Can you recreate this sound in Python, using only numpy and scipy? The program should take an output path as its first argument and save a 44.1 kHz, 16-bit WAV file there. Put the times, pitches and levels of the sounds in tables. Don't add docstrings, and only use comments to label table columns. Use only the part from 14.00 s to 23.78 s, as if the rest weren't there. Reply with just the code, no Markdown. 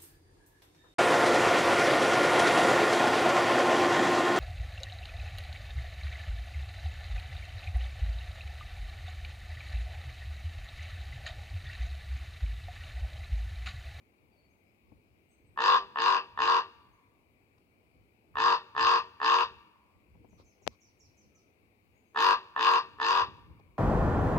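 import sys
import numpy as np
from scipy import signal
from scipy.fft import rfft, irfft
from scipy.io import wavfile
from scipy.ndimage import uniform_filter1d

SR = 44100
rng = np.random.default_rng(int(sys.argv[2]) if len(sys.argv) > 2 else 0)


def invert_db(level):
    return 10 ** (np.asarray(level, dtype=float) / 20)


def unload_audio(sound):
    columns = np.transpose(np.atleast_2d(sound))
    steps = np.round(np.clip(columns, -1, 1) * 32767)
    wavfile.write(sys.argv[1], SR, steps.astype(np.int16))


N = 431298

# f/Hz, density/dB
AIR_COLOUR = [(12, -54), (20, -33.5), (86, 12.5), (130, -17.5), (198, -8), (434, -10.5), (499, -14.5),
              (1060, -21.5), (1400, -25.5), (1810, -31), (2320, -19.5), (3340, -35.5), (4540, -32),
              (5680, -40), (16000, -37.5)]
AIR_DB = -70.5
# f/Hz, level/dB
AIR_SIDE = [(60, -8), (110, -3), (200, 1.5), (380, 2), (700, 8), (1290, 3.5), (2380, 20.5), (4400, 5.5),
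            (8120, 2.5), (15000, -2)]
# f/Hz, coherence/1
AIR_COHERENCE = [(60, 0.79), (180, 1), (550, 0.49), (1650, -0.86), (4970, -0.18), (15000, 0.57)]
# f/Hz, density/dB
WIND_COLOUR = [(12, -45.5), (20, -19.5), (42, -32.5), (65, 4), (248, -11), (308, -8.5), (392, -19.5),
               (500, -14.5), (650, -51), (1100, -120)]
# peak t/s, level/dB, dying time/s
GUSTS = [(.24, -76, 0.059), (.92, -63.5, 0.088), (1.6, -64.5, 0.33), (2.21, -67, 0.074),
         (2.45, -67.5, 0.18), (3.97, -61, 0.056), (4.39, -57, 0.1), (4.85, -52.5, 0.1), (5.45, -63.5, .1),
         (5.97, -67, 0.035), (6.211, -55.5, .1), (6.67, -55, 0.029), (7.22, -64.5, .06), (8.25, -68.5, .2),
         (8.881, -61, 0.13), (9.24, -54, .1), (9.45, -63, .9)]
CALM_DB, GUST_RISE = -72.5, 0.42

# t/s, level/dB, start f/Hz, end f/Hz, length/s
WHISTLES = [(0.302, -77, 4800, 4420, 0.064), (0.345, -71, 4340, 4600, 0.087), (.49, -79, 6250, 6550, 0.037),
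            (0.596, -86, 4760, 5300, .12), (1.27, -74.5, 8100, 8100, 0.081), (1.3, -75, 6400, 6320, 0.036),
            (1.428, -78, 8100, 8200, 0.08), (2.77, -74, 4480, 4600, .1), (2.916, -78, 6220, 6580, 0.029),
            (7.292, -75.5, 1350, 1256, 0.124), (7.753, -92, 4180, 4700, .16),
            (7.917, -80.5, 6500, 6940, .1), (8.038, -80, 6400, 6460, 0.068)]
# t/s, level/dB, knee f/Hz, length/s
SONG = [
    (6.276, -82, 6130, 0.22),
    (6.443, -75, 6280, 0.11),
    (6.617, -71.5, 6070, 0.085),
    (6.801, -70, 5970, 0.096),
    (6.992, -67.5, 5800, 0.083),
    (7.167, -71, 6170, 0.083),
    (7.346, -70.5, 6100, 0.051),
]
SONG_TOP_HZ, SONG_END_HZ = 7500, 3950

# t/s, peak level/dB, ring f/Hz, left minus right level/dB
KNOCKS = [(0.919, -56.5, 213, 15), (3.58, -70, 181, 6), (6.151, -63, 150.4, 16), (6.245, -61.5, 175, 21),
          (6.329, -63.5, 160, 25.5), (6.398, -59, 289, 10), (6.615, -67, 457, 17), (7.179, -79, 231, 1),
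          (9.381, -75, 288, -36), (9.497, -63, 161, 11.5), (9.597, -56.5, 154, 6)]
# t/s, length/s, level/dB
RUSTLES = [
    (0.89, 0.01, -79),
    (3.577, .012, -72),
    (6.363, 0.082, -66),
    (6.692, .08, -69.5),
    (7.063, 0.083, -92),
    (9.59, 0.018, -71),
]
# t/s, body level/dB, snap level/dB, snap width/ms
TICKS = [
    (6.6658, -60, -38, .06),
    (6.66795, -21, -26, .08),
    (6.6764, -50, -17, .12),
    (6.67672, -10.5, -6.5, .055),
]

# first slap t/s, late slap t/s, first gap/ms, last gap/ms, slap number at the half-way gap
RATTLE = [
    (1.5763, 1.752, 13.6, 21.0, 2.3),
    (1.9599, 2.155, 13.4, 21.3, 2.8),
    (2.3766, 2.576, 14.0, 22.9, 3.7),
    (4.3567, 4.534, 14.2, 21.7, 2.9),
    (4.7515, 4.969, 14.4, 22.6, 4.3),
    (5.2025, 5.417, 14.4, 22.1, 4.2),
    (8.1485, 8.318, 13.0, 21.5, 3.3),
    (8.5642, 8.768, 14.8, 22.8, 3.5),
    (8.987, 9.205, 14.4, 22.4, 4.0),
]
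# full effort level/dB, first slap re full/dB, top flap f/Hz, sizzle level/dB (beak towards camera)
VOICE = [
    (-21.5, -11, 480, -42.5),
    (-23, -9, 470, -43),
    (-23, -13.5, 462, -45),
    (-22.5, -15, 462, -48.5),
    (-23, -20.5, 460, -43.5),
    (-23, -18, 461, -42.5),
    (-20.5, -26.5, 465, -36),
    (-22.5, -7.5, 461, -38.5),
    (-23.5, -28, 467, -40.5),
]
OPEN_S, FULL_SHARE, SPENT_S = .035, .55, 0.027
OPEN_DB, LATE_DB, SPENT_DB = -3.5, -1.5, -18
SECOND_S, SECOND_DB = 0.0057, -9
SHARP_DB = [-18, -11, -13, -14, -10.5]
SAG = [.91, .95, 1.02, 1.02, .94]
TONE_DB = [-41, -24.5, -25, -24.5, -35]
LEAD_IN_DB, LEAD_IN_S = -28, .014

# f/Hz, width/Hz, level/dB
CHEST = [(617, 42, -32), (829.6, 130, -20), (984.6, 110, -1.5), (1075.7, 296, -6.5), (1060, 51, 2.5),
         (1166.5, 56, 1.5), (1350, 160, -18), (1625.5, 210, -12)]
# f/Hz, width/Hz, level/dB
SLACK = [(1098, 304, 0.5), (1763, 210, -6.5)]
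# f/Hz, width/Hz, level/dB
BEAK = [(2675, 550, 1), (3600, 640, -1.5), (4177, 860, -7), (4780, 800, -2.5), (6220, 1200, -16),
        (7400, 200, -15)]
# f/Hz, width/Hz, level/dB
EDGE = [(9100, 1900, -3), (11700, 1500, 1), (14900, 1000, 1)]
FILL_S, EMPTY_SHARE = 0.11, 0.23
SLACK_DB, SLACK_KEPT = 22.5, 0.22
BREATH_HIGH, FLAPS_HIGH = 0.46, 0.073

# t/ms, level/dB
NEAR_LEFT = [(5.5, -2.5), (7.2, -8), (10, -0.5), (14, -5), (19, 0.5)]
# t/ms, level/dB
NEAR_RIGHT = [(3, -5.5), (6.5, -2), (9, -10.5), (12.5, -16.5), (17, -6.5)]
# f/Hz, level/dB
RAVEN_SIDE = [(60, 1), (92, 4.5), (140, 4), (210, 0.5), (330, 0.5), (500, 5), (770, 2), (1170, 1),
              (1790, -5.5), (2740, 10.5), (4190, 4.5), (6410, -1), (9810, -3), (15000, -4)]
# f/Hz, t60/s
YARD = [(300, 0.52), (1000, 0.15), (2000, 0.22), (5000, 0.18), (9000, 0.029)]
# f/Hz, t60/s
FOREST = [(300, 1.0), (1000, 1.3), (2000, .9), (5000, .7), (7000, .65), (9000, .4)]
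TONE_YARD = .12


def evened(x):
    return x / np.sqrt(np.mean(x ** 2) + 1e-20)


def read(points, hz):
    f, value = np.transpose(points)
    return np.interp(np.log(hz + 1), np.log(f + 1), value)


def add(mix, s, sound):
    part = mix[..., round(s * SR):][..., :sound.shape[-1]]
    part += sound[..., :part.shape[-1]]


def high_pass(x, order, hz):
    return signal.sosfilt(signal.butter(order, hz, "high", fs=SR, output="sos"), x)


def lean(x, side):
    half_db = read(side, np.fft.rfftfreq(N, 1 / SR)) / 2
    return irfft(rfft(x) * invert_db(np.array([half_db, -half_db])), N)


def hiss(colour, coherence, patchy_db):
    hz = np.fft.rfftfreq(2048, 1 / SR)
    a, b, c, d, patches = rng.standard_normal((N // 512 + 5, 1025, 5)).T
    patches = uniform_filter1d(patches, size=14, axis=0)
    patches = evened(uniform_filter1d(patches, size=8, axis=1))
    same = np.clip(coherence(hz), -1, 1)[:, None]
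    left = a + 1j * b
    right = same * left + np.sqrt(1 - same ** 2) * (c + 1j * d)
    gain = invert_db(read(colour, hz)[:, None] + patchy_db * patches)
    return signal.istft(np.array([left, right]) * gain, nperseg=2048, noverlap=1536)[1][:, :N]


def air():
    hush = lean(hiss(AIR_COLOUR, lambda hz: read(AIR_COHERENCE, hz), patchy_db=1.2), AIR_SIDE)
    hush = high_pass(hush, 4, 150)
    t = np.arange(N) / SR
    gusts = invert_db(CALM_DB)
    for s, db, dying in GUSTS:
        gusts = gusts + invert_db(db) * np.exp(np.minimum((t - s) / GUST_RISE, s - t) / dying)
    wind = evened(hiss(WIND_COLOUR, lambda hz: 0.42 + 0 * hz, patchy_db=2.4))
    return invert_db(AIR_DB) * hush / np.std(hush.mean(0)) + gusts * high_pass(wind, 2, 40)


def tail(x, decays, start_s):
    taps = np.zeros((2, SR))
    at = np.arange(0, SR - 20, 20) + rng.integers(0, 20, (2, SR // 20 - 1))
    np.put_along_axis(taps, at, rng.choice([-1., 1.], at.shape), 1)
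    hz, t, z = signal.stft(taps, SR, nperseg=256)
    h = signal.istft(z * invert_db(-60 * t / read(decays, hz)[:, None]), SR, nperseg=256)[1]
    h *= np.clip(np.arange(h.shape[1]) / SR / start_s, 0, 1) ** 2
    return signal.fftconvolve(x[None], h / np.linalg.norm(h[0]), axes=1)[:, :N]


def far_birds():
    dry = np.zeros(N)
    for s, db, knee_hz, length in SONG:
        u = np.linspace(0, 1, round(length * SR))
        hz = np.interp(u, [0, .15, .38, 1], [SONG_TOP_HZ, .96 * knee_hz, knee_hz, SONG_END_HZ])
        hz *= 1 + .027 * evened(uniform_filter1d(rng.standard_normal(len(hz)), size=60))
        level = invert_db(db + np.interp(u, [0, .1, .35, 1], [-2, 7, 5.0, -10.0]))
        add(dry, s, level * np.sin(2 * np.pi * np.cumsum(hz) / SR))
    for s, db, from_hz, to_hz, length in WHISTLES:
        hz = np.linspace(from_hz, to_hz, round(length * SR))
        hz *= 1 + .012 * evened(uniform_filter1d(rng.standard_normal(len(hz)), size=200))
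        add(dry, s, invert_db(db) * np.hanning(len(hz)) * np.sin(2 * np.pi * np.cumsum(hz) / SR))
    scatter = tail(dry, [(1000, .4), (8000, 0.41)], .004)
    return (0.43 * dry + scatter) * invert_db([[-1.5], [1.5]])


def ring(x, modes):
    out = np.zeros(len(x))
    for k, (hz, width, db) in enumerate(modes):
        pole = np.exp((2j * np.pi * hz - np.pi * width) / SR)
        once = signal.lfilter([1 - abs(pole)], [1, -pole], x + 0j)
        twice = signal.lfilter([1 - abs(pole)], [1, -pole], once)
        out += (-1) ** k * invert_db(db) * twice.real
    return out


def knocks(out):
    t = np.arange(2600) / SR
    for s, db, hz, pan_db in KNOCKS:
        puff = rng.standard_normal(len(t)) * np.exp(-t / .01)
        knock = evened(ring(puff, [(hz, 350, 0), (900, 600, -22)]))
        add(out, s, invert_db(db - 8) * knock * invert_db([[pan_db / 2], [-pan_db / 2]]))


def rustles(out):
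    for s, length, db in RUSTLES:
        noise = rng.standard_normal((2, round(length * SR)))
        brush = np.array([ring(v, [(1060, 320, 13), (4200, 2500, 1)]) for v in noise])
        add(out, s, invert_db(db) * evened(brush) * np.hanning(brush.shape[1]))


def ticks(out):
    t = np.arange(2600) / SR
    after = np.maximum(t - .00035, 0)
    for s, body_db, snap_db, width_ms in TICKS:
        body = invert_db(body_db) * np.sin(2 * np.pi * 560 * after) * np.exp(-after / .0009)
        thump = invert_db(body_db - 38) * np.sin(2 * np.pi * 230 * t) * np.exp(-t / 0.015)
        snap = -invert_db(snap_db) * np.exp(-((t - .0003) / width_ms * 1e3) ** 2)
        snap *= 1 + .06 * np.cos(2 * np.pi * 12500 * (t - .0003))
        add(out, s - .0003, (body + thump + snap) * invert_db([[0], [-36]]))


def handling():
    out = np.zeros((2, N))
    knocks(out)
    rustles(out)
    ticks(out)
    return high_pass(out, 1, 90)


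def croak(rattle, full_db, first_db, top_hz, facing_db):
    peak, late, first_ms, last_ms, half = rattle
    start = peak - .001
    t = np.arange(start - .002, late + .03, 1 / SR)
    stages = [start, start + OPEN_S, start + FULL_SHARE * (late - start), late, late + SPENT_S]
    effort_stages = np.insert(stages, 1, start + SECOND_S)
    effort_db = full_db + np.interp(t, effort_stages, [first_db, SECOND_DB, OPEN_DB, 0, LATE_DB, SPENT_DB])
    sharp_db = np.interp(t, stages, SHARP_DB)
    tone_db = full_db + np.interp(t, stages, TONE_DB)
    hz = top_hz * np.interp(t, stages, SAG)

    slap = np.arange(16)
    gaps = (first_ms + (last_ms - first_ms) / (1 + np.exp((half - slap) / .8))) / 1e3
    beat = np.interp(t, start + np.cumsum(gaps) - gaps, slap, left=0)
    flap = np.cumsum(hz) / SR - hz[0] * .002

    pulses = np.diff(np.floor(flap), prepend=-1) * invert_db(1.2 * rng.standard_normal(len(t)))
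    off = abs(beat - np.round(beat)) * np.interp(beat, slap, gaps) * hz
    slaps = evened(pulses * np.sqrt(np.clip(.5 + 2.5 * (.5 - off), 0, 1)))
    flaps = evened(pulses)
    breath = rng.standard_normal(len(t)) * (.35 + 1.8 * np.exp(-(beat % 1) / .22))

    onset = np.clip((t - start) / .07, 0, 1) ** 2
    fade = np.clip((t[-1] - t) / 0.014, 0, 1)
    pad = np.zeros(1500)
    sharp = invert_db(effort_db + sharp_db) * fade
    low = np.r_[invert_db(effort_db) * fade * (slaps + .12 * flaps + .2 * breath), pad]
    high = np.r_[sharp * (slaps + FLAPS_HIGH * flaps + BREATH_HIGH * breath), pad]
    sizzle = np.r_[sharp * onset * (.3 * slaps + breath), pad]

    opening = np.r_[np.clip((t - start) / .06, .1, 1), pad]
    colour = invert_db(3 * rng.standard_normal((len(BEAK), len(high))))
    beak = np.zeros(len(high))
    for k, mode in enumerate(BEAK):
        beak += (-1) ** k * ring(high * colour[k] * opening ** (k / 4), [mode])
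    beak = invert_db(12.0) * beak + invert_db(facing_db + 26) * ring(sizzle, EDGE)

    side = np.array([np.sin(2 * np.pi * (flap - 2 * beat + turn)) for turn in (.2, .5)])
    others = sum(np.sin(2 * np.pi * (flap + k * beat)) for k in (-3, -1, 1, 2, 4))
    tone = invert_db(tone_db + 6) * fade * (np.sin(2 * np.pi * flap) + 1.05 * onset * side + 0.16 * others)

    fill = np.r_[np.clip((t - start) / FILL_S, 0, 1), pad]
    slack = invert_db(SLACK_DB) * ring(low * (1 - (1 - SLACK_KEPT) * fill), SLACK)
    chest = invert_db(22.5) * ring(low * (EMPTY_SHARE + (1 - EMPTY_SHARE) * fill), CHEST)
    return t[0], chest, slack, beak, tone


def raven():
    chest, slack, beak = np.zeros((3, N))
    tones, near = np.zeros((2, N)), np.zeros((2, 1500))
    for rattle, voice in zip(RATTLE, VOICE):
        s, *parts = croak(rattle, *voice)
        lead_in = (parts[0] + parts[1])[:500] * np.hanning(1000)[500:]
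        add(chest, s - LEAD_IN_S, invert_db(LEAD_IN_DB) * lead_in)
        for mix, part in zip((chest, slack, beak, tones), parts):
            add(mix, s, part)
    for side, echoes in zip(near, (NEAR_LEFT, NEAR_RIGHT)):
        for ms, db in echoes:
            side[round(ms * SR / 1e3)] = invert_db(db)
    direct = np.array([chest + slack + beak, np.roll(chest + slack, 6) + np.roll(beak, 1)])
    beak = beak + slack / 2
    echoes = signal.oaconvolve((chest + .35 * beak)[None], near, axes=1)[:, :N]
    yard = tail(chest + 1.3 * beak + TONE_YARD * tones.mean(0), YARD, 0.011)
    forest = tail(chest + 2.9 * beak + .2 * tones.mean(0), FOREST, 0.17)
    wet = invert_db(-5) * (yard + .8 * yard[::-1])
    wet += invert_db(-35.5) * (forest + 0.34 * forest[::-1])
    wet[1] = np.roll(wet[1], 6)
    return high_pass(lean(direct + echoes + tones + wet, RAVEN_SIDE), 3, 170)


def scene():
    return raven() + far_birds() + handling() + air()


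def band_limit(x):
    return signal.sosfilt(signal.butter(12, 16740, fs=SR, output="sos"), x)


def record(dry):
    edge = signal.firwin(301, 16400, window=("kaiser", 8), fs=SR)
    mix = signal.oaconvolve(dry, edge[None], "same", axes=1)
    return band_limit(mix)


dry = scene()
out = record(dry)
unload_audio(out)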